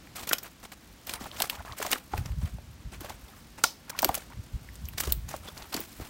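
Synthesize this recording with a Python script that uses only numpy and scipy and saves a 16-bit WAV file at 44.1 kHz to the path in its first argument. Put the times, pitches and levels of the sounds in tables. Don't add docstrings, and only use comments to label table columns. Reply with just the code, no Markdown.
import sys
import numpy as np
from scipy import signal
from scipy.fft import rfft, irfft
from scipy.io import wavfile
from scipy.ndimage import uniform_filter1d

SR = 44100
rng = np.random.default_rng(int(sys.argv[2]) if len(sys.argv) > 2 else 0)


def persist_wave(psi):
    counts = np.round(np.clip(psi, -1, 1) * 32767).astype(np.int16)
    wavfile.write(sys.argv[1], SR, np.atleast_2d(counts).T)


N = 268569

CREEP_S, CREEP_DB = .008, -26
# frequency_hz, gain_db
FILM_SPECTRUM = [(300, -13.5), (1500, -7), (3000, -1.5), (6000, 3.5), (9500, 2), (15000, 7)]
# time_s, level_db, tilt_db_per_octave
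SMACKS = [(0.163, -27.5, 0), (0.2905, -13.5, -2), (0.325, -18, 0), (0.3309, -5.5, -6.5), (0.383, -21.5, -3),
          (0.432, -24, 8), (1.069, -25, -1), (1.0939, -20.5, -6), (1.136, -17.5, -3.5), (1.4019, -12.5, -4),
          (1.42, -8, -5), (1.4972, -13, -4), (1.65, -31.5, -10.5), (1.8263, -17, -7.5),
          (1.8645, -19.5, -5.5), (1.915, -13, -0.5), (1.9236, -15, -8), (1.93, -8.5, -7.5),
          (2.1777, -28.5, -3), (2.2578, -28.5, -7.5), (3.007, -30, 0), (3.0955, -27.5, -7),
          (3.6378, -3, -5.5), (3.9892, -10.5, -3.5), (3.993, -20, 2), (4.02, -12, 4.5), (4.0265, -19.5, -4),
          (4.0451, -3, -5), (4.0891, -21.5, -2.5), (4.143, -12, -1.5), (4.1505, -11, -1), (4.177, -26, -4),
          (4.755, -35, -3), (4.854, -34.5, -4), (4.886, -22, 9), (4.934, -36.5, -6), (4.981, -30.5, -8),
          (5.0021, -11, -3.5), (5.007, -13.5, -1), (5.122, -4, 0.5), (5.2885, -27, -5.5),
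          (5.363, -28.5, -2.5), (5.7414, -16, -5.5), (5.7648, -20.5, -6.5), (5.804, -9, 24)]
def smack(db, tilt_db, noise, spits, ripples):
    t = np.arange(len(noise)) / SR - CREEP_S
    t60_s = 0.03 * np.exp(-.012 * (db + 27.5))
    tear = np.clip(t / 0.00063, 0, 1) ** 2 * gain_of(-60 * t / t60_s)
    envelope = tear + gain_of(CREEP_DB) * np.clip(1 - abs(t) / CREEP_S, 0, 1) ** 2
    gap_response = gain_of(2.5 * wander(ripples, .004)[:len(noise) // 2 + 1])
    hiss = coloured(irfft(rfft(noise) * gap_response), FILM_SPECTRUM, tilt_db)
    burst = hiss * gain_of(3.7 * wander(spits, 0.00039)) * envelope
    burst = signal.lfilter([1, -1], [1, -.93], burst)
    return gain_of(db) / 2 * burst * np.linalg.norm(envelope) / np.linalg.norm(burst)


# start_s, peak_db,
# pitch_hz
PLOPS = [(0.183, -34, 1060), (0.311, -17.5, 1430), (0.33, -17, 2610), (1.137, -29, 1010),
         (1.209, -36.5, 250), (1.257, -30.5, 726), (1.405, -21, 657), (1.8, -25, 507), (1.813, -26.5, 1220),
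         (1.849, -25.5, 830), (1.868, -28.5, 640), (1.927, -19.5, 2080), (1.956, -25.5, 1350),
         (2.135, -20, 820), (2.176, -26.5, 1990), (2.584, -38.5, 625), (3.012, -37.5, 328),
         (3.044, -33.5, 565), (3.101, -29.5, 775), (3.638, -16, 1090), (4.029, -14, 685),
         (4.049, -18.5, 414), (4.091, -14.5, 700), (4.172, -32.5, 610), (4.979, -33.5, 1370),
         (5.074, -28, 310), (5.34, -23, 700), (5.734, -32, 990), (5.746, -26.5, 305), (5.77, -33.5, 300),
         (5.795, -31, 282), (5.999, -32.5, 276)]
# start_s, peak_db, pitch_hz
POPS = [(0.0716, -39.5, 1840), (1.314, -30.5, 3160), (1.722, -29, 3530), (4.688, -36, 1750),
        (4.887, -32, 2440), (5.5764, -31, 4520), (5.6226, -32, 3960)]
def air_pocket(db, hz, noise, squeeze_s, thud):
    t = np.arange(len(noise)) / SR
    impulse = 6.6 * (t == t[50])
    push = (noise + impulse) * np.minimum(t / 0.0013, 1) * np.exp(-t / squeeze_s)
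    air = resonance(resonance(push, hz, 0.41 * hz), hz, 0.68 * hz)
    flesh = resonance(resonance(push, 230, 570), 230, 570)
    stretched_s = .03 * np.log1p(1.12 * t / .03)
    plop = np.interp(stretched_s, t, air + thud * flesh)
    return gain_of(db) * plop / np.abs(plop).max()


# frequency_hz, gain_db
RATTLE_SPECTRUM = [(500, -39), (5200, 7), (8000, -6.5)]
# start_s, rattle_db, ring_db, pitch_hz
KNOCKS = [(3.639, -29, -12, 1413)]
def wall_knock():
    t, out = np.arange(SR // 2) / SR, np.zeros(N)
    for s, rattle_db, ring_db, hz in KNOCKS:
        rattle = coloured(rng.standard_normal(len(t)), RATTLE_SPECTRUM)
        rattle *= gain_of(rattle_db - 60 * t / 0.23)
        ring_envelope = gain_of(ring_db) * t / 0.0028 * np.exp(1 - t / 0.0021)
        add(out, s, rattle + ring_envelope * np.sin(2 * np.pi * hz * t))
    return out


# frequency_hz, gain_db
SCALE_SPECTRUM = [(200, -4), (500, -4.5), (1200, -3.5), (15000, -4.5)]
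# time_s, level_db
RUSTLE = [(0, -62.5), (.7, -62), (2.4, -58), (2.8, -67.5), (3.3, -57.5), (3.8, -63.5), (4.6, -60),
          (6.09, -50)]
# start_s, length_s, level_db
SLIDES = [(0.149, 0.11, -41), (0.269, 0.067, -41.5), (0.426, 0.059, -44.5), (0.627, 0.039, -46.5),
          (0.717, 0.025, -43.5), (1.062, 0.11, -40.5), (1.196, 0.097, -44), (1.303, 0.075, -49),
          (1.36, 0.13, -41), (1.496, 0.073, -44), (1.576, 0.058, -51), (1.651, 0.096, -47.5),
          (1.761, 0.18, -39.5), (1.907, 0.078, -40), (2.104, 0.13, -47.5), (2.242, 0.1, -53.5),
          (2.41, 0.095, -49.5), (2.915, 0.057, -47.5), (2.998, 0.15, -46.5), (3.575, 0.05, -48.5),
          (3.895, 0.013, -33), (3.954, 0.28, -44.5), (4.973, 0.052, -36.5), (5.017, 0.12, -39.5),
          (5.28, 0.079, -42), (5.44, 0.069, -47.5), (5.563, 0.099, -49), (5.718, 0.13, -42.5),
          (5.989, 0.14, -49)]
def slither():
    hiss = slime() + 0.15 * bubbling()
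    out = level_curve(RUSTLE) * coloured(hiss[::-1], SCALE_SPECTRUM)
    for s, length_s, db in SLIDES:
        part = hiss[round(s * SR):][:16384]
        progress = np.arange(len(part)) / SR / length_s
        envelope = np.minimum(progress / 0.078, 1) * np.clip((1.15 - progress) / 0.46, 0, 1)
        tilt_db = 0.25 * (db + 33)
        add(out, s, gain_of(db) * envelope * coloured(part, SCALE_SPECTRUM, tilt_db))
    return out


def slime():
    frames = N // 32 + 5
    real, imag, patches, reach = rng.standard_normal((frames, 65, 4)).T
    patches = unit_rms(uniform_filter1d(uniform_filter1d(patches, size=6, axis=0), size=12, axis=1))
    reach = unit_rms(uniform_filter1d(reach, size=24, axis=0))
    chance = rng.random(frames) / 0.06
    strength = np.minimum(-np.log(chance + 1e-9), 3)
    crackle = gain_of(1.6 * strength + 4.3 * reach) * (chance < 1)
    crackle = signal.lfilter([1], [1, -.5], crackle)
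    rushes_db = 3.5 * wander(rng.standard_normal(frames), .0002)
    spectra = (real + 1j * imag) * (gain_of(2.8 * patches + rushes_db) + 0.21 * crackle)
    return unit_rms(signal.istft(spectra, nperseg=128, noverlap=96)[1][:N])


def bubbling():
    bursts = gain_of(2.8 * np.minimum(rng.exponential(1, N), 4)) * (rng.random(N) < 400 / SR)
    pocket = rng.integers(0, 12, N)
    pitches_hz = np.geomspace(600, 3000, num=12)
    rings = (resonance(bursts * (pocket == k), hz, 0.066 * hz) for k, hz in enumerate(pitches_hz))
    return unit_rms(sum(rings))


# frequency_hz, gain_db
FROTH_SPECTRUM = [(400, -16), (900, 3.5), (2200, -6), (5000, -23)]
# start_s, length_s, level_db
GURGLES = [(1.096, 0.16, -51.5), (1.519, .04, -48), (1.568, 0.052, -48.5), (1.652, 0.096, -47),
           (3.19, 0.23, -58.5), (3.858, 0.12, -48), (4.299, .04, -49.5), (5.304, 0.057, -50),
           (5.408, 0.28, -56.5)]
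def gurgles():
    out = np.zeros(N)
    froth = coloured(bubbling() + 1.2 * slime(), FROTH_SPECTRUM)
    for s, length_s, db in GURGLES:
        part = froth[round(s * SR):][:round(length_s * SR)]
        add(out, s, gain_of(db) * signal.windows.tukey(len(part), .3) * part)
    return out


# start_s, level_db, pitch_hz
SQUEAKS = [(5.46, -45, 3420)]
def fin_squeak():
    out, window = np.zeros(N), np.hanning(round(0.045 * SR))
    for s, db, hz in SQUEAKS:
        add(out, s, gain_of(db) * window * resonance(rng.standard_normal(len(window)), hz, width_hz=300))
    return out


# frequency_hz, t60_s
BASIN_DECAY = [(250, 0.41), (3000, 0.2)]
def basin_echo(x):
    hz, t, spectra = signal.stft(rng.standard_normal((3, SR // 2)), SR, nperseg=256)
    decay = gain_of(-60 * t / at_frequency(BASIN_DECAY, hz)[:, None])
    tails = signal.istft(spectra * decay, SR, nperseg=256)[1]
    tails /= np.linalg.norm(tails[0])
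    crossfades = np.cos(np.pi * (9.8 * np.arange(N) / SR + np.arange(3)[:, None] / 3)) * np.sqrt(2 / 3)
    return signal.fftconvolve(x * crossfades, tails, axes=1)[:, :N].sum(0)


# frequency_hz, gain_db
WIND_SPECTRUM = [(25, -43), (55, 1), (110, -9.5), (220, -23), (500, -63)]
# time_s, level_db
BREEZE = [(0, -64), (1.0, -62.5), (1.2, -48), (1.5, -57), (2.05, -58), (2.2, -40.5), (2.6, -47.5),
          (3.1, -50.5), (3.9, -66.5), (4.1, -55.5), (5.3, -40), (5.7, -57.5), (6.09, -58)]
# centre_s, level_db
PUFFS = [(1.601, -42.5), (1.708, -41.5), (2.147, -33), (2.199, -29), (2.261, -37.5), (2.322, -32.5),
         (2.386, -29.5), (2.437, -28.5), (2.539, -37), (2.868, -37), (4.093, -36.5), (4.386, -36.5),
         (4.555, -32), (4.838, -35.5), (5.089, -30.5), (5.245, -40), (6.009, -39)]
def wind():
    out, window = np.zeros(N), np.hanning(round(.058 * SR))
    for (s, db), noise in zip(PUFFS, rng.standard_normal((len(PUFFS), 8192))):
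        puff = coloured(noise, WIND_SPECTRUM)[:len(window)] * window
        add(out, s - len(window) / 2 / SR, gain_of(db) * puff / np.abs(puff).max() * 2)
    eddies = unit_rms(gain_of(3.5 * wander(rng.standard_normal(N), seconds=0.023)))
    return out + level_curve(BREEZE) * eddies * coloured(rng.standard_normal(N), WIND_SPECTRUM)


# frequency_hz, gain_db
YARD_SPECTRUM = [(24, -61), (40, 9), (77, 1), (249, 3), (412, -7), (5310, -16), (14500, -28)]
def yard():
    level_db = -54 + 0.58 * wander(rng.standard_normal(N), seconds=0.48)
    return gain_of(level_db) * coloured(rng.standard_normal(N), YARD_SPECTRUM)


def gain_of(db):
    return 10 ** (np.asarray(db) / 20)


def unit_rms(x):
    return x / np.sqrt(np.mean(x ** 2) + 1e-20)


def at_frequency(points, hz):
    f, value = np.transpose(points)
    return np.interp(np.log(hz + 1), np.log(f + 1), value)


def level_curve(rows):
    return gain_of(np.interp(np.arange(N) / SR, *np.transpose(rows)))


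def add(mix, s, sound):
    part = mix[round(s * SR):][:len(sound)]
    part += sound[:len(part)]


def coloured(x, points, tilt_db=0.):
    hz = np.fft.rfftfreq(len(x), 1 / SR)
    slope_db = tilt_db * np.log2(np.maximum(hz, 1000) / 6000)
    return unit_rms(irfft(rfft(x) * gain_of(at_frequency(points, hz) + slope_db), len(x)))


def resonance(x, hz, width_hz):
    r = np.exp(-np.pi * width_hz / SR)
    return unit_rms(signal.lfilter([1, 0, -1], [1, -2 * r * np.cos(2 * np.pi * hz / SR), r * r], x))


def wander(noise, seconds):
    size = max(int(seconds * SR), 2)
    return unit_rms(uniform_filter1d(uniform_filter1d(noise, size), size))


def scene():
    impacts = np.zeros(N)
    for (s, db, tilt_db), noises in zip(SMACKS, rng.standard_normal((len(SMACKS), 3, 4096))):
        add(impacts, s - CREEP_S, smack(db, tilt_db, *noises))
    for (s, db, hz), noise in zip(PLOPS, rng.standard_normal((len(PLOPS), 2048))):
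        add(impacts, s, air_pocket(db, hz, noise, squeeze_s=0.0054, thud=0.47))
    for (s, db, hz), noise in zip(POPS, rng.standard_normal((len(POPS), 2048))):
        add(impacts, s, air_pocket(db, hz, noise, squeeze_s=0.0016, thud=0))
    echo = gain_of(-15.5) * basin_echo(impacts)
    return (impacts + echo + wall_knock() + slither() + gurgles() + fin_squeak() + wind() + yard())[None]


def record(dry):
    hz = np.fft.rfftfreq(N, 1 / SR)
    port_db = -2 * np.exp(-((hz - 10500) / 900) ** 2)
    heard = irfft(rfft(dry) * gain_of(port_db), N)
    low_pass = signal.firwin(511, cutoff=15900, window=("kaiser", 9), fs=SR)
    return signal.oaconvolve(heard, low_pass[None], "same")


dry = scene()
out = record(dry)
persist_wave(out)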